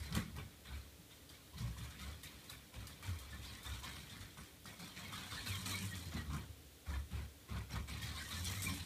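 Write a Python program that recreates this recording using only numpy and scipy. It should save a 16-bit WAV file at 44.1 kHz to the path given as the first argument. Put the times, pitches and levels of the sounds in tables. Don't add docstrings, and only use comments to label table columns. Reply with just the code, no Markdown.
import sys
import numpy as np
from scipy import signal
from scipy.fft import rfft, irfft, next_fast_len
from scipy.io import wavfile
from scipy.ndimage import uniform_filter1d

SR = 44100
rng = np.random.default_rng(int(sys.argv[2]) if len(sys.argv) > 2 else 0)


def how_loud(loudness_db):
    steps = np.asarray(loudness_db, float) / 20
    return 10 ** steps


def inscribe(sig):
    pcm = np.round(np.clip(np.atleast_2d(sig).T, -1, 1) * 32767)
    wavfile.write(sys.argv[1], SR, pcm.astype(np.int16))


N = 390285

# [frame/dB, gearbox/dB, shell/dB, brushes/dB, loose board/dB]
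GAIT_BALANCE = [
    (-3, -1.5, -0.5, -3, 1.5),
    (-3, -4, -5.5, -9, 3),
    (-10, -7.5, -4.5, -9.5, 2.5),
    (-10.5, -8, -5.5, -9, -1),
]


def evened(x):
    return x / np.sqrt(np.mean(x ** 2) + 1e-20)


def curves(rows):
    s, *columns = np.transpose(rows)
    return [np.interp(np.arange(N) / SR, s, c) for c in columns]


def add(mix, s, sound):
    part = mix[max(round(s * SR), 0):][:len(sound)]
    part += sound[:len(part)]


def summed(db):
    return 10 * np.log10((how_loud(db) ** 2).sum(0))


def drift(per_s):
    knots = np.arange(0, N / SR + .1, .2 / per_s)
    smooth = uniform_filter1d(rng.standard_normal(len(knots)), size=5)
    smooth = uniform_filter1d(smooth, size=5)
    return np.interp(np.arange(N) / SR, knots, evened(smooth))


def coloured(x, points):
    f, db = np.transpose(points)
    size = next_fast_len(N)
    hz = np.fft.rfftfreq(size, 1 / SR)
    gain = how_loud(np.interp(np.log(hz + 1), np.log(f + 1), db))
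    return evened(irfft(rfft(x, size) * gain, size)[:N])


def still_air():
    # [f/Hz, level/dB per Hz]
    air_spectrum = [(18, -32), (48, -6.5), (72, 0), (130, -8.5), (225, -16), (292, -6.5), (341, -16),
                    (443, -13), (945, -24.5), (2300, -23), (2750, -23.5), (3400, -21), (5000, -25),
                    (14300, -27), (15500, -23.5)]
    return how_loud(-60) * coloured(rng.standard_normal(N), air_spectrum)


def room(x):
    t60_s, level_db, spacing = 0.22, -6.5, 22
    at = np.arange(200, SR // 2, spacing)
    sign = rng.choice([-1., 1.], len(at))
    tail = np.zeros(SR)
    tail[at + rng.integers(0, spacing, len(at))] = sign * how_loud(-60 * at / SR / t60_s)
    return how_loud(level_db) * signal.fftconvolve(x, tail / np.linalg.norm(tail))[:N]


def knock():
    # [f/Hz, level/dB, t60/s]
    struck_modes = [
        (103, 1.5, 0.056),
        (188, 3, 0.065),
        (250, -29, 0.1),
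        (490, -10, 0.032),
        (1133, -15, 0.057),
    ]
    out, t = np.zeros(N), np.arange(9000) / SR
    ringing = sum(how_loud(db - 60 * t / t60) * np.sin(2 * np.pi * hz * t) for hz, db, t60 in struck_modes)
    add(out, .1725, how_loud(-28.5) * ringing * (1 - np.exp(-t / 0.0012)))
    return out


def ticks():
    # [t/s, peak level/dB, centre f/Hz]
    grit_cracks = [(.1072, -47, 6800), (0.1253, -37, 5000), (1.5818, -47, 4200), (1.7843, -43, 5500),
                   (3.0664, -44, 5840), (3.5518, -43, 6300), (3.8315, -44, 5903), (4.2102, -47, 5550),
                   (4.6448, -45, 5800), (4.9646, -44, 5595), (5.1567, -43, 6297), (5.4385, -44, 5940),
                   (5.462, -39, 9000), (5.7887, -34, 7500), (5.954, -38, 7470), (6.0573, -43, 8500),
                   (6.3324, -42, 6000), (6.3659, -43, 9000), (7.7083, -44, 5600), (8.0716, -44, 8400),
                   (8.0805, -43, 5830), (8.1621, -36, 5700), (8.3105, -40, 8606), (8.4532, -32, 8070),
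                   (8.5235, -39, 7200), (6.923, -50, 1200), (6.94, -45, 1610), (6.956, -43, 1300),
                   (6.97, -48, 2000), (1.999, -48, 3500)]
    out, t = np.zeros(N), np.arange(900) / SR
    puffs = rng.standard_normal((len(grit_cracks), 900))
    for (s, db, hz), puff in zip(grit_cracks, puffs):
        band = signal.butter(2, hz * np.array([0.62, 1.38]), "band", fs=SR, output="sos")
        add(out, s, how_loud(db - 7.5 - 60 * t / 0.013) * evened(signal.sosfilt(band, puff)))
    return out


def snaps():
    # [t/s, peak level/dB, f/Hz]
    plastic_snaps = [(.1262, -38, 4300), (.1517, -34, 4300), (0.152, -32, 7600), (.1605, -36, 6500),
                     (.166, -30, 7200), (0.365, -48, 6000), (1.583, -45, 5200), (3.027, -47, 1300),
                     (3.19, -45, 6030), (3.555, -47, 7000), (4.373, -46, 1101), (4.656, -42, 1300),
                     (4.797, -46, 1500), (5.128, -43, 1200), (5.472, -37, 4500), (5.659, -38, 4000),
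                     (5.687, -42, 8600), (8.622, -40, 4000)]
    out, t = np.zeros(N), np.arange(600) / SR
    for s, db, hz in plastic_snaps:
        decay = how_loud(db - 60 * t * hz / 12)
        add(out, s, decay * np.sin(2 * np.pi * hz * t))
    return out


def clicks():
    # [t/s, peak level/dB, f/Hz, bright tick level/dB]
    backlash = [(0.1253, -30, 3170, -54), (0.151, -24.5, 3130, -35.5), (0.3636, -52, 3500, -48),
                (1.1102, -42, 3660, -61), (1.292, -37, 4700, -51), (1.582, -36, 3640, -48),
                (1.787, -39, 3450, -50), (2.442, -48, 4800, -50), (4.435, -57, 4800, -53),
                (1.9939, -35, 3570, -62), (2.233, -32, 3640, -41.5), (2.498, -31, 4810, -40.5),
                (2.8697, -36, 4780, -42.5), (3.026, -54, 3670, -46), (3.1876, -43, 3650, -44.5),
                (3.6311, -38, 3800, -44.5), (3.8376, -34, 3025, -52), (4.6566, -55, 3260, -54),
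                (4.7912, -40, 3387, -48), (5.124, -49, 3640, -44), (5.4698, -25, 4006, -42),
                (5.6581, -25, 4064, -44), (8.0185, -37, 3240, -42), (8.289, -32, 3180, -43),
                (8.4448, -26.5, 8080, -38), (8.6204, -45, 4070, -32), (8.744, -46, 3888, -41)]
    out, t = np.zeros(N), np.arange(4000) / SR
    bright = signal.butter(2, [4000, 14000], "band", fs=SR, output="sos")
    rattle = signal.sosfilt(bright, rng.standard_normal((len(backlash), 4000)))
    for (s, db, hz, tick_db), puff in zip(backlash, rattle):
        ring = how_loud(db - 12 - 60 * t / 0.022) * np.sin(2 * np.pi * hz * t)
        tick = how_loud(tick_db) * puff * (how_loud(-60 * t / 0.0064) + 0.33 * how_loud(-60 * t / 0.19))
        onset = 1 - np.exp(-t / 0.00053)
        add(out, s, onset * (ring + tick))
    return out


def rings():
    # [centre t/s, f/Hz, length/s, level/dB]
    loose_parts = [(0.158, 1125, 0.032, -53), (.172, 1190, .012, -46), (.388, 2980, .01, -54),
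                   (.41, 2300, 0.031, -59), (.395, 1092, 0.029, -59), (5.6, 4200, 0.018, -55),
                   (5.6, 3260, .02, -57), (5.41, 2450, .015, -51), (6.15, 3900, .04, -63),
                   (6.03, 4000, .04, -58), (3.167, 2367, 0.022, -59), (3.338, 1764, 0.038, -55),
                   (3.718, 1463, 0.026, -56), (3.728, 3770, 0.032, -55), (3.84, 1003, 0.035, -55),
                   (3.905, 2210, 0.065, -57), (5.059, 2215, 0.028, -55), (5.131, 1098, 0.012, -51),
                   (5.322, 1168, 0.019, -50), (5.327, 3244, 0.016, -56), (5.383, 1750, 0.021, -47.5),
                   (5.519, 2385, 0.048, -50), (5.553, 3185, 0.019, -43.5), (5.666, 1296, 0.028, -51.5),
                   (5.728, 1165, 0.025, -49), (5.752, 2280, 0.022, -44.5), (5.928, 1880, 0.031, -49),
                   (7.73, 5600, 0.042, -56.5), (6.198, 1935, 0.064, -53.5), (8.17, 1054, 0.04, -55.5),
                   (8.323, 3770, 0.037, -47.5), (8.38, 5600, 0.04, -58), (8.472, 5845, 0.031, -50),
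                   (8.475, 3230, 0.044, -50), (8.5, 2004, 0.026, -50.5), (8.67, 2310, 0.029, -39.5),
                   (8.694, 1050, 0.037, -53)]
    # [centre t/s, f/Hz, length/s, level/dB]
    board_hums = [(0.751, 69, 0.092, -45), (1.645, 114.6, 0.1, -39.5), (2.771, 63, 0.05, -46),
                  (3.11, 210, 0.039, -52.5), (4.215, 95.4, .05, -49), (4.662, 200, 0.031, -54),
                  (4.83, 176.5, 0.084, -51), (5.33, 95.06, 0.036, -43), (5.505, 97.8, .05, -40),
                  (5.831, 187.5, 0.049, -44.5), (5.683, 257.5, 0.065, -47.5), (6.349, 273.5, 0.053, -52),
                  (4.21, 52, .08, -55), (4.407, 68.5, .04, -55), (5.403, 55, 0.096, -54),
                  (1.0, 171, 0.032, -57), (5.46, 244, 0.046, -53), (4.669, 253, 0.029, -61),
                  (5.051, 222, 0.039, -55), (7.796, 70, 0.037, -36.5), (8.046, 103, .04, -41.5),
                  (8.729, 279.4, 0.087, -50.5)]
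    # [centre t/s, f/Hz, length/s, level/dB]
    more_loose_parts = [(0.13, 4280, 0.0062, -53), (0.155, 4360, 0.0073, -47), (0.16, 2440, 0.026, -57),
                        (.06, 4150, 0.036, -61), (0.678, 3580, 0.018, -67), (.745, 2330, .02, -57),
                        (.71, 1510, 0.064, -61), (7.739, 2190, .05, -61), (1.12, 3640, 0.032, -62),
                        (1.544, 1014, 0.023, -62), (1.633, 1084, 0.039, -59), (1.773, 1017, 0.018, -58.5),
                        (2.023, 1264, 0.036, -59), (2.736, 1000, 0.015, -64), (5.47, 4290, .012, -46),
                        (5.481, 1510, 0.023, -50.5), (2.264, 3700, 0.029, -56), (2.499, 3996, 0.017, -53),
                        (2.531, 2380, 0.046, -60), (3.034, 1194, 0.013, -53.5), (3.666, 3560, 0.028, -50.5),
                        (5.136, 1260, 0.024, -51.5), (5.14, 3617, 0.031, -55), (5.39, 4260, 0.034, -49),
                        (5.488, 2610, 0.02, -48), (5.521, 4230, .03, -52), (5.7, 4230, 0.031, -51),
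                        (5.734, 3990, 0.032, -48), (6.33, 1057, .05, -55.5), (6.364, 1240, 0.045, -58),
                        (6.941, 1750, 0.02, -51), (6.927, 980, 0.03, -54.5), (8.024, 1880, .03, -54),
                        (8.036, 3310, 0.021, -52), (8.185, 2046, 0.044, -53), (8.216, 1560, 0.055, -53),
                        (8.258, 1880, .03, -55), (8.188, 4100, 0.031, -55), (8.373, 1774, .04, -52),
                        (8.464, 3520, 0.031, -50), (8.468, 5325, .04, -57), (8.552, 1970, 0.04, -55),
                        (8.595, 2153, .025, -55), (8.641, 8434, 0.026, -46), (8.643, 3660, 0.023, -54),
                        (8.704, 2180, 0.039, -53), (8.707, 5450, 0.039, -53)]
    # [centre t/s, f/Hz, length/s, level/dB]
    wheel_thuds = [(0.12, 158, .03, -42), (0.19, 201, .03, -39.5), (0.29, 205, 0.0302, -49.5),
                   (1.692, 165, 0.045, -56), (1.802, 170, 0.038, -51), (1.7, 160, 0.036, -51),
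                   (3.082, 172, 0.0324, -66), (4.391, 148, .04, -54), (5.665, 185.4, .03, -51),
                   (5.6, 192, 0.0359, -46), (5.7, 200, 0.0285, -53), (6.33, 203, 0.034, -46),
                   (7.8, 380, 0.06, -60), (7.5, 350, 0.038, -60), (6.914, 175.8, 0.042, -50),
                   (7.58, 169, 0.0456, -51), (7.77, 160, 0.0545, -47.5), (8.731, 187, .03, -47.5),
                   (1.662, 560, .04, -66), (2.76, 530, 0.03, -63), (.395, 420, .03, -57),
                   (.25, 330, .04, -62), (9.4, 130, .05, -45), (7, 101, 0.0424, -54),
                   (7.6, 100, 0.0598, -47), (1.7, 120, 0.041, -48), (1.56, 76, .04, -45),
                   (1.62, 148, .08, -51), (.185, 130, .02, -38), (1.83, 118, .08, -50),
                   (7.76, 141, .04, -50), (4.83, 750, .04, -61), (4.66, 650, 0.037, -65)]
    out, waver = np.zeros(N), drift(220)
    for s, hz, length, db in loose_parts + board_hums + more_loose_parts + wheel_thuds:
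        t = np.arange(round(1.6 * length * SR)) / SR
        start = round(s * SR / 2)
        pitch_waver = waver[start:][:len(t)]
        level_waver = waver[::-1][start:][:len(t)]
        turns = np.cumsum(hz * (1 + 0.0245 * pitch_waver)) / SR
        rough_db = 3.0 * (hz > 800) * level_waver
        swell = how_loud(db + rough_db) * np.hanning(len(t))
        add(out, s - t[-1] / 2, swell * np.sin(2 * np.pi * turns))
    return out


def bouts(column, shapes):
    # [start t/s, power on/s, motor effort level/dB, lug drumming level/dB, board rumble level/dB]
    launches = [(.643, 0.11, -63, -51, -61.5), (1.565, 0.1, -60.5, -42, -56), (1.759, 0.1, -61.5, -51, -63),
                (2.73, 0.089, -62.5, -51, -59), (3.022, 0.068, -57, -42, -58),
                (3.637, .12, -57, -45, -60.5), (4.366, 0.014, -59.5, -67, -60),
                (4.649, 0.023, -58.5, -70, -59.5)]
    heaves = [(0.111, 0.059, -50, -46.5, -46), (0.343, 0.044, -60.5, -52, -52.5),
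              (6.11, 0.063, -54, -53.5, -47.5), (6.286, 0.073, -54.5, -51.5, -50),
              (6.85, 0.1, -57, -38.5, -56.5), (7.098, 0.091, -57.5, -43, -56),
              (7.475, 0.096, -56, -48, -52), (7.685, 0.076, -54.5, -43.5, -52.5)]
    creeps = [(.025, 0.061, -53.5, -49.5, -59), (1.095, 0.035, -61.5, -74, -71.5),
              (1.285, 0.048, -59.5, -64, -70), (1.45, 0.025, -69, -66, -78),
              (1.983, 0.1, -53.5, -49.5, -63), (2.227, 0.043, -54.5, -60, -62.5),
              (2.49, 0.021, -57, -64, -64), (2.863, 0.047, -57.5, -75, -63.5),
              (3.185, 0.13, -59.5, -55, -71), (3.3, 0.094, -58.5, -49, -64), (3.422, 0.13, -54, -59, -65.5),
              (3.828, 0.05, -48, -60, -56), (3.95, 0.033, -53, -59, -60.5), (4.09, 0.046, -54, -69, -60.5),
              (4.2, .03, -56, -75, -66),
              (-.06, 0.041, -51.5, -42.5, -60.5), (.275, 0.064, -85, -49.5, -60), (.5, .03, -68, -74, -73),
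               (1.528, 0.03, -63, -69, -60), (1.9, 0.034, -57.5, -66, -58.5), (2.38, 0.14, -61.5, -76, -73),
               (2.62, 0.1, -84, -90, -88), (5.04, 0.061, -55, -61, -60), (6.031, 0.067, -65, -63, -62),
               (6.255, 0.022, -62, -40.5, -59), (6.45, 0.035, -68, -49, -84), (7.399, 0.019, -69, -75, -77)]
    dashes = [(4.789, 0.021, -50.5, -68, -57.5), (4.955, 0.052, -51, -75, -62),
              (5.115, 0.077, -47.5, -64, -59), (5.3, 0.066, -47, -58.5, -58.5),
              (5.453, 0.073, -45.5, -49.5, -56.5), (5.649, 0.07, -43, -51, -52),
              (5.8, 0.035, -55, -50, -58), (5.93, 0.078, -53, -51.5, -56),
              (7.872, 0.077, -49.5, -50.5, -54.5), (8.018, 0.066, -48, -49.5, -57),
              (8.159, 0.042, -48.5, -62, -59.5), (8.299, 0.07, -46, -44.5, -56),
              (8.449, 0.081, -45.5, -44, -55), (8.616, 0.058, -45.5, -50, -51),
              (8.74, 0.043, -60, -52, -65)]
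    t, levels = np.arange(0, N / SR + .01, .001), []
    for rows, (lag, attack, climb_db, coast_db) in zip((launches, heaves, creeps, dashes), shapes):
        rows = np.array(rows)
        since, on = t - rows[:, :1] - lag, rows[:, 1:2]
        climb = climb_db * np.clip(.5 - since / on, -.5, .5)
        coast = coast_db * np.maximum(since - on, 0)
        db = rows[:, column, None] - climb - coast
        bout_power = (np.clip(since / attack, 0, 1) * how_loud(db)) ** 2
        levels.append(np.interp(np.arange(N) / SR, t, bout_power.sum(0)) + 1e-11)
    return 10 * np.log10(levels)


def body(x, modes, patchy_db, per_s, wander=0):
    out, n = np.zeros(N), np.arange(N)
    for k, (hz, width, db) in enumerate(modes):
        b, a = signal.iirpeak(hz, hz / (1.4 * width), SR)
        ring = signal.lfilter(b, a, signal.lfilter(b, a, x))
        contact = drift(per_s)
        if wander:
            delay = np.cumsum(wander * (contact - contact.mean()))[::-1]
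            ring = np.interp(n + delay, n, ring)
        out += (-1) ** k * how_loud(db + patchy_db * contact) * evened(ring)
    return evened(out)


def tyres():
    # [t/s, lug rate f/Hz]
    lug_rate = [(0.0, 70.1), (.75, 67.76), (1.3, 78.2), (1.62, 58.34), (2.1, 75), (2.8, 63.63),
                (3.07, 93.4), (3.22, 66.5), (4.0, 68.8), (4.4, 104.2), (5.3, 93.1), (5.88, 97.2),
                (6.2, 74.8), (6.9, 69.7), (7.9, 68.7), (8.3, 77.5), (8.53, 88.7), (8.85, 88.3)]
    # [lag/s, attack/s, climb under power/dB, coasting fall/dB per s]
    drum_shape = [
        (0.0025, 0.026, 3.1, 120),
        (0.022, 0.015, 1, 150),
        (0.0084, 0.021, 1.7, 150),
        (0.012, 0.028, 2.9, 60),
    ]
    # [lag/s, attack/s, climb under power/dB, coasting fall/dB per s]
    rumble_shape = [
        (.008, .02, 1, 139),
        (.008, .02, 4, 186),
        (.01, .02, 1.5, 60),
        (.01, .02, 1.3, 50.3),
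    ]
    # [f/Hz, width/Hz, level/dB]
    board_modes = [(143.8, 23.4, -2), (190.6, 42, -1.5), (229.8, 28.5, -5), (279.6, 64, -9.5),
                   (385, 87, -12), (563, 700, -17)]
    # [f/Hz, width/Hz, level/dB]
    loose_modes = [(64.3, 42, -1), (107, 16.6, 0)]
    hz = curves(lug_rate)[0]
    drum_db, rumble_db = bouts(column=3, shapes=drum_shape), bouts(column=4, shapes=rumble_shape)
    loose_db = summed(0.45 * drum_db + 0.55 * rumble_db + np.array(GAIT_BALANCE)[:, -1:])
    turns = np.cumsum(hz * (1 + .05 * drift(70))) / SR
    drum = np.sqrt(2) * np.sin(2 * np.pi * turns) * how_loud(2.5 * drift(60))
    lug_lands = np.diff(np.floor(turns), prepend=0) > 0
    blows = lug_lands * how_loud(1.5 * rng.standard_normal(N))
    drive = evened(blows) + 1.62 * rng.standard_normal(N)
    loose = how_loud(loose_db) * body(drive, loose_modes, 0, 30)
    rumble = how_loud(summed(rumble_db)) * body(drive, board_modes, 2.3, 25.24)
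    return how_loud(summed(drum_db) - 4.5) * drum + loose + rumble


def teeth(per_s, spread_db):
    size = how_loud(spread_db * np.minimum(rng.exponential(1, N), 4))
    return size * np.sign(rng.standard_normal(N)) * (rng.random(N) < per_s / SR)


def gears():
    # [lag/s, attack/s, climb under power/dB, coasting fall/dB per s]
    strain_shape = [
        (0.00081, 0.014, 0.5, 86),
        (0.00084, 0.015, 8, 183),
        (0.0014, 0.011, 1.5, 84),
        (0.00076, 0.011, 0.5, 53.5),
    ]
    # [lag/s, attack/s, climb under power/dB, coasting fall/dB per s]
    motor_shape = [
        (.001, 0.011, -1, 79),
        (.001, .02, 5, 158),
        (.001, 0.0083, -3, 72),
        (.001, 0.013, -0.5, 45.5),
    ]
    # [t/s, tilt from frame to brushes/dB]
    facing = [(0.0, 2), (.43, -8.5), (1.2, 2.5), (1.7, -2), (2.4, 1), (2.75, -3.5), (3.2, -2), (4.3, 2),
              (4.9, -3), (5.2, -2), (5.8, 5), (6.2, -2), (6.95, 0), (7.6, -1), (8.0, -2), (8.62, 6),
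              (8.85, 0.5)]
    facing_share = (-0.48, -0.3, -0.16, 0.55)
    # [f/Hz, width/Hz, level/dB]
    frame_modes = [(578, 320, -6), (818, 210, -8), (972, 130, -5), (1092, 69, -4), (1267, 167, -1.5),
                   (1463, 83, -4)]
    # [f/Hz, width/Hz, level/dB]
    box_modes = [(1598, 79, -8.5), (1750, 69, -7.5), (1880, 56, -6), (2010, 60, -6), (2183, 93, -5.5),
                 (2338, 24, -7), (2460, 420, -2)]
    # [f/Hz, width/Hz, level/dB]
    shell_modes = [(2895, 440, -4.5), (3213, 140, -5), (3400, 140, -7.5), (3560, 13.5, -6.5),
                   (3775, 180, -4), (4070, 104, -5.5), (4340, 310, -7.5), (4800, 920, -5.5)]
    # [f/Hz, width/Hz, level/dB]
    brush_modes = [(5250, 150, -10), (5670, 450, -2), (6760, 1170, -1.5), (7830, 1000, -2),
                   (8530, 780, -0.5), (9680, 1550, -3), (11700, 1500, -5.5), (13600, 1900, -4)]
    # [f/Hz, width/Hz, depth 0-1]
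    dead_spot = (2720, 180, 0.48)
    strain_db, effort_db = bouts(column=2, shapes=strain_shape), bouts(column=2, shapes=motor_shape)
    shudder_db, facing_db = drift(350), curves(facing)[0]
    drives = (strain_db, strain_db, effort_db, effort_db)
    frame_db, box_db, shell_db, brush_db = (
        summed(drive_db + share[:, None]) + tilt * facing_db + shudder_db
        for drive_db, share, tilt in zip(drives, np.transpose(GAIT_BALANCE), facing_share))
    frame = how_loud(frame_db) * body(teeth(1500, 3.0), frame_modes, 2.6, 30, wander=.025)
    box = how_loud(box_db) * body(teeth(2500, 3.0), box_modes, 2.8, 30, wander=.015)
    shell = how_loud(shell_db) * body(teeth(3500, 3.0), shell_modes, 2.8, 34, wander=.012)
    brushes = how_loud(brush_db + 2.0 * drift(120)) * body(teeth(7000, 3.0), brush_modes, 1.8, 30)
    parts = frame + box + shell + brushes
    hz, width, depth = dead_spot
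    b, a = signal.iirpeak(hz, hz / width, SR)
    return how_loud(-0.71) * (parts - depth * signal.lfilter(b, a, parts))


def scene():
    sharp = knock() + ticks() + snaps() + clicks() + rings()
    car = tyres() + gears()
    return (still_air() + room(sharp) + sharp + car)[None]


def band_limit(x):
    return signal.sosfilt(signal.butter(12, 15340, fs=SR, output="sos"), x)


def record(dry):
    x = signal.sosfilt(signal.butter(4, 46, "high", fs=SR, output="sos"), dry)
    top_cut = signal.firwin(301, 15300, window=("kaiser", 6), fs=SR)
    x = signal.oaconvolve(x, top_cut[None], "same")
    return band_limit(x)


dry = scene()
out = record(dry)
inscribe(out)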